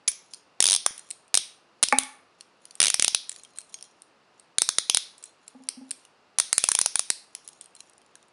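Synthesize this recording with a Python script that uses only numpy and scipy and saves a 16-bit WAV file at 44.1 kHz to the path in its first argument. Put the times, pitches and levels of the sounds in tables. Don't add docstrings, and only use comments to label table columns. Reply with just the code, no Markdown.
import sys
import numpy as np
from scipy import signal
from scipy.fft import rfft, irfft
from scipy.io import wavfile
from scipy.ndimage import uniform_filter1d

SR = 44100
rng = np.random.default_rng(int(sys.argv[2]) if len(sys.argv) > 2 else 0)


def file_out(sig):
    cols = np.atleast_2d(sig).T
    lim = np.clip(cols, -1, 1)
    pcm = np.round(lim * 32767).astype(np.int16)
    wavfile.write(sys.argv[1], SR, pcm)


N = 366912

# (time [s], level [dB], pitch of the part that rings most [Hz])
TOUCHES = [(0.1168, -29, 9600), (0.3362, -30, 5000), (0.3445, -33.5, 4370), (0.979, -33, 10100),
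           (0.994, -34, 9100), (1.089, -48.5, 9800), (1.105, -26.5, 8250), (1.1105, -22.5, 8600),
           (1.28, -51, 9030), (1.8857, -17.5, 5000), (1.9253, -19, 9500), (2.0344, -27, 8630),
           (2.4089, -34, 4370), (2.654, -35, 10100), (2.709, -37.5, 4540), (2.754, -33.5, 9540),
           (3.2943, -21, 7760), (3.317, -31.5, 9600), (3.327, -37, 1900), (3.3618, -36, 4430),
           (3.386, -45, 6600), (3.397, -45, 4180), (3.435, -38, 9300), (3.449, -42, 3230),
           (3.536, -55, 4150), (3.56, -48, 4100), (3.5745, -39, 8780), (3.586, -23.5, 8600),
           (3.6065, -39, 9300), (3.615, -42, 9200), (3.696, -50, 9400), (3.729, -60, 6300),
           (3.7424, -28, 6560), (3.788, -45, 3180), (3.81, -41, 5600), (3.826, -30.5, 9050),
           (3.842, -45, 5600), (4.02, -39, 9110), (4.3974, -42, 8460), (5.181, -42, 8670),
           (5.227, -42, 8300), (5.239, -31.5, 8200), (5.256, -41, 8700), (5.4797, -34, 7560),
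           (5.637, -47.5, 7340), (5.688, -15.5, 9360), (5.9086, -22, 9380), (5.9124, -20, 9370),
           (6.051, -44, 2900), (7.3507, -24, 10100), (7.448, -50, 9450), (7.477, -31, 10200),
           (7.488, -34.5, 10100), (7.532, -45, 9150), (7.6113, -32, 8650), (7.6425, -44, 10100),
           (7.6588, -42, 9070), (7.7513, -41, 8700), (7.7643, -45, 4180), (7.8052, -33.5, 4060),
           (7.897, -46, 9750), (7.934, -52, 9000), (7.98, -47.5, 7270), (8.0167, -53, 3150),
           (8.063, -55, 7100), (8.1544, -37.5, 1640), (8.228, -50, 3700), (8.284, -56.5, 9100)]
# (frequency [Hz], width [Hz], level [dB])
CUFF_MODES = [(540, 1240, -3.5), (1160, 750, 2), (2334, 1185, -5.5), (3500, 399, -1.5), (3947, 468, 0),
              (5670, 1800, 0.5), (7240, 1910, -1.5), (8764, 410, 1), (9630, 520, 6), (10100, 2000, -2.5),
              (12700, 210, 1)]
# (frequency [Hz], width [Hz], level [dB])
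LINK_MODES = [(3230, 60, 6), (4180, 45, 8), (6590, 60, 11)]
BOW_STOP_S = 0.0772


def gain_of(db):
    return 10 ** (np.asarray(db) / 20)


def curve_at(points, hz):
    point_hz, value = np.transpose(points)
    return np.interp(np.log(hz + 1), np.log(point_hz + 1), value)


def place(mix, start_s, db, sound):
    part = mix[..., round(start_s * SR):][..., :sound.shape[-1]]
    loudest = np.sqrt(2 * uniform_filter1d(np.atleast_2d(sound)[0] ** 2, size=40).max())
    part += gain_of(db) * sound[..., :part.shape[-1]] / loudest


def chatter(noise, hold_s, t60_s, snap):
    t = np.arange(len(noise)) / SR
    rebounds = noise - 0.3 * uniform_filter1d(noise, size=16)
    drive = rebounds * gain_of(-60 * np.maximum(t - hold_s, 0) / t60_s) * np.minimum(t / 0.001, 1)
    drive[12] -= snap
    return drive


def ring(drive, hz, width, db, steady=0):
    bin_hz, force = np.fft.rfftfreq(len(drive), 1 / SR)[:, None], rfft(drive)[:, None]
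    modes = (-1) ** np.arange(len(hz)) * gain_of(db) * width / (width + 2j * (bin_hz - hz))
    excitation = np.linalg.norm(force * modes, axis=0) / np.linalg.norm(modes, axis=0)
    return irfft((force * modes / excitation ** steady).sum(axis=1), len(drive))


def strike(drive, near_modes, room_modes, steady=0):
    near = ring(drive, *near_modes, steady)
    hz, width, db = room_modes
    even = ring(signal.unit_impulse(len(drive)), hz, 1.35 * width, db)
    even *= np.linalg.norm(near) / np.linalg.norm(even)
    return np.array([near, np.sqrt(0.8) * even + np.sqrt(0.2) * near])


def hush():
    # (frequency [Hz], relative density [dB])
    noise_colour = [(20, -20.5), (60, -8), (120, -2.5), (200, -1), (450, 0.5), (1250, -1.5), (1600, -6.5),
                    (2300, -10.5), (2750, -7), (3200, -14), (4700, -13.5), (6300, -22.5), (11000, -30.5)]
    colour = gain_of(curve_at(noise_colour, np.fft.rfftfreq(N, 1 / SR)))
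    noise = irfft(rfft(rng.standard_normal(N)) * colour, N)
    return gain_of(-63) * noise / noise.std()


def room(sound):
    # (delay [s], level [dB])
    wall_echoes = [(0.012, -30)]
    # (frequency [Hz], t60 [s])
    decay_times = [(300, 0.42), (1300, 0.61), (3000, 0.38), (5000, .38), (9200, 0.34)]
    # (frequency [Hz], relative level [dB])
    tail_colour = [(300, -14.5), (1500, -11), (2700, 0), (3700, 1.5), (7400, -1), (9500, -5.5), (11000, -1)]
    taps, grid = np.zeros((3, SR)), np.arange(240, SR - 20, 12)
    arrivals = grid + rng.integers(0, 12, (3, len(grid)))
    np.put_along_axis(taps, arrivals, rng.choice([-1., 1.], arrivals.shape), 1)
    hz, t, bands = signal.stft(taps, SR, nperseg=128)
    band_db = curve_at(tail_colour, hz)[:, None] - 60 * t / curve_at(decay_times, hz)[:, None]
    tails = signal.istft(bands * gain_of(band_db), SR, nperseg=128)[1]
    tails *= gain_of(-14.5) / np.linalg.norm(tails, axis=1, keepdims=True)
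    for delay_s, db in wall_echoes:
        tails[:, round(delay_s * SR)] += gain_of(db)
    turn = 2 * np.pi * (np.arange(N) * 6.0 / SR + np.arange(3)[:, None] / 3)
    crossfade = np.sqrt((1 + np.cos(turn)) / 3)
    return signal.fftconvolve(sound * crossfade, tails, axes=1)[:, :N].sum(axis=0)


def table_knocks():
    # (time [s], level [dB], hardness as treble slope [dB per octave])
    blows = [(1.9246, -5, 0), (5.547, -40.5, -14), (5.6, -44, -13.5), (5.769, -36.5, -22),
             (5.81, -36.5, -17)]
    # (frequency [Hz], level [dB], t60 [s])
    wood_modes = [(236, -25, 0.1), (262.8, -23, 0.3), (500, -15, 0.045), (600, -11, 0.02), (812, -12, 0.11),
                  (856, -13, 0.13), (1135, -6, 0.03), (1500, -6, 0.01), (1760, -8, .025), (2240, -4, .014),
                  (2620, -15, 0.012)]
    out, t = np.zeros(N), np.arange(SR // 2) / SR
    for start_s, level_db, slope_db in blows:
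        knock = np.zeros(len(t))
        for k, (hz, db, t60) in enumerate(wood_modes):
            struck_db = db + slope_db * np.log2(hz / wood_modes[1][0])
            knock += (-1) ** k * gain_of(struck_db - 60 * t / t60) * np.sin(2 * np.pi * hz * t)
        rise_s = 0.00015 - 0.00025 * min(slope_db, 0)
        place(out, start_s, level_db, knock * np.minimum(t / rise_s, 1))
    return out


def chain_jingle():
    ticks_per_s, settle_s, tick_kinds = 130, 0.04, 12
    touch_s, level_db, _ = np.transpose(TOUCHES)
    stir = np.zeros(N)
    stir[np.round(touch_s * SR).astype(int)] = gain_of(np.minimum(level_db, -33) - 28)
    swell = np.exp(-abs(np.linspace(-4, 4, round(8 * settle_s * SR))))
    stir = signal.oaconvolve(stir, swell, "same")
    stir[:round(BOW_STOP_S * SR)] = 0
    contacts = stir * (rng.random(N) < ticks_per_s / SR)
    contacts *= gain_of(3.4 * np.minimum(rng.exponential(1, N), 4))
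    out, kind = np.zeros(N), rng.integers(0, tick_kinds, N)
    hz, width, db = np.transpose(CUFF_MODES[3:] + LINK_MODES)
    for k in range(tick_kinds):
        drive = chatter(rng.standard_normal(4096), hold_s=0.0005, t60_s=0.028, snap=2.4)
        tick = ring(drive, hz, 0.17 * width, db + 3.9 * rng.standard_normal(len(hz)))
        out += signal.oaconvolve(contacts * (kind == k), tick / abs(tick).max())[:N]
    return out


def clinks():
    out, (hz, width, db) = np.zeros((2, N)), np.transpose(CUFF_MODES)
    part_q = 20
    for start_s, level_db, part_hz in TOUCHES:
        drive = chatter(rng.standard_normal(4096), hold_s=0.0008, t60_s=0.009, snap=6.0)
        cuff_db = db - 11 * (hz < 2000) - 3 * (hz < 7000) + 2.5 * rng.standard_normal(len(hz))
        link_hz, link_width, link_db = min(LINK_MODES, key=lambda mode: abs(mode[0] - part_hz))
        is_link = abs(link_hz - part_hz) < 2 * link_width
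        mode_hz = np.r_[hz, part_hz]
        mode_width = np.r_[width, link_width if is_link else part_hz / part_q]
        near_modes = mode_hz, mode_width, np.r_[cuff_db, 8 + link_db * is_link]
        room_modes = mode_hz, mode_width, np.r_[cuff_db, 1.5]
        place(out, start_s - 0.0003, level_db, strike(drive, near_modes, room_modes, steady=0.94))
    return out


def bow_ring():
    # (frequency [Hz], width [Hz], level [dB])
    bow_modes = [(1580, 69, -13), (2342, 95, -17), (4340, 27, -12.5), (5000, 3700, -12.5),
                 (5600, 150, -4.5), (6235, 480, -11), (8300, 6800, -18), (9860, 39, 4.5)]
    free_s, caught_decay_s = 0.028, 0.004
    out, t = np.zeros((2, N)), np.arange(8192) / SR
    hz, width, db = np.transpose(bow_modes)
    drive = chatter(rng.standard_normal(len(t)), hold_s=0.005, t60_s=0.016, snap=4.6)
    blurred_width = width + 110
    room_modes = hz, blurred_width, db + 10 * np.log10(width / blurred_width)
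    caught = np.exp(-np.maximum(t - free_s, 0) / caught_decay_s)
    place(out, BOW_STOP_S, -13, strike(drive, (hz, width, db), room_modes) * caught)
    return out


def ratchet():
    # (time [s], level [dB])
    teeth = [(0.604, -4), (0.6254, -6), (0.641, -7.5), (0.656, -8), (0.667, -9.5), (0.6773, -10),
             (0.687, -9.5), (0.699, -10), (0.7095, -9), (0.7197, -9.5), (0.73, -9), (0.7391, -9),
             (0.7495, -10.5), (0.7626, -10), (0.8628, -6), (1.3426, -4), (1.352, -7), (1.374, -6),
             (1.8284, -4), (1.834, -7), (1.8373, -9), (1.986, -4), (2.8025, -3), (2.8166, -7),
             (2.8288, -7.5), (2.8385, -9.5), (2.847, -11.5), (2.857, -11.5), (2.8685, -11.5), (2.8822, -11),
             (2.9016, -10.5), (2.9427, -7), (2.9967, -8), (3.0238, -7), (3.0455, -7), (3.0804, -7),
             (3.1475, -6), (4.5838, -7), (4.619, -4.5), (4.6899, -7.5), (4.7845, -6), (4.8979, -6),
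             (4.9468, -5.5), (4.9714, -7), (6.386, -7), (6.3997, -6), (6.529, -4.5), (6.5805, -4.5),
             (6.6398, -6), (6.6881, -6), (6.717, -8), (6.751, -7), (6.789, -7), (6.8142, -6), (6.8602, -8),
             (6.9564, -8), (6.9937, -8), (7.1023, -7)]
    # (start [s], upper modes [dB], middle modes [dB],
    # centre of the middle modes [Hz], 2 kHz mode [dB], lower modes [dB])
    grips = [(0.5, 0.5, 1.5, 3420, -4, -11), (0.8, 0.5, 5.5, 3320, -3.5, -2),
             (1.2, -0.5, -1, 3580, -4.5, -9.5), (1.7, 3, 4, 3500, 3.5, -1), (2.7, 0, 2.5, 3500, 1.5, -7.5),
             (4.4, 2, 5, 3590, -1, -6), (6.2, 2.5, -2.5, 3900, 0, -4.5)]
    out, (hz, width, db) = np.zeros((2, N)), np.transpose(CUFF_MODES)
    lower, near_2k, middle, upper = hz < 2000, abs(hz - 2350) < 350, abs(hz - 3700) < 800, hz > 7000
    gaps_s = np.diff(np.transpose(teeth)[0], prepend=0)
    for (start_s, level_db), gap_s in zip(teeth, gaps_s):
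        grip = [row for row in grips if row[0] < start_s][-1]
        _, upper_db, middle_db, middle_hz, near_2k_db, lower_db = grip
        lower_db -= 2 / (1 + (gap_s / 0.006) ** 2)
        held_hz = np.where(middle, hz * middle_hz / hz[middle].mean(), hz)
        held_db = db + upper_db * upper + middle_db * middle + near_2k_db * near_2k + lower_db * lower
        drive = chatter(rng.standard_normal(2048), hold_s=0.0015, t60_s=0.0076, snap=10.0)
        detune, scatter = rng.standard_normal((2, len(hz)))
        near_modes = held_hz * (1 + 0.038 * detune), width, held_db + 1.5 * scatter
        room_modes = held_hz * (1 + 0.035 * detune), width, held_db + 5.5 * middle + 2.5 * scatter
        click = strike(drive, near_modes, room_modes, steady=0.8)
        place(out, start_s - 0.0004, level_db, click)
    return out


def scene():
    cuffs_near, cuffs_spread = ratchet() + bow_ring() + clinks() + chain_jingle()
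    table = table_knocks()
    reverb = room(cuffs_spread + gain_of(7) * table)
    return (cuffs_near + table + reverb + hush())[None]


def soften(sound, ceiling, knee):
    return sound / (1 + abs(sound / ceiling) ** knee) ** (1 / knee)


def record(dry):
    # (frequency [Hz], gain [dB])
    mic_response = [(60, -8.5), (200, -1), (10300, 3), (11200, -4.5), (11700, -14.5), (12100, -34.5),
                    (13000, -21.5), (14000, -36), (16500, -38.5)]
    hz = np.linspace(0, SR / 2, 2049)
    power = gain_of(2 * curve_at(mic_response, hz))
    mic_filter = signal.minimum_phase(signal.firwin2(2047, hz, power, fs=SR))
    rounded = soften(dry, ceiling=0.54, knee=2.6)
    coloured = signal.oaconvolve(rounded, mic_filter[None])[:, :N]
    limited = soften(coloured, ceiling=0.8, knee=12.0)
    band_limit = signal.firwin(511, 16700, window=("kaiser", 9), fs=SR)
    return signal.oaconvolve(limited, band_limit[None], "same")


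dry = scene()
out = record(dry)
file_out(out)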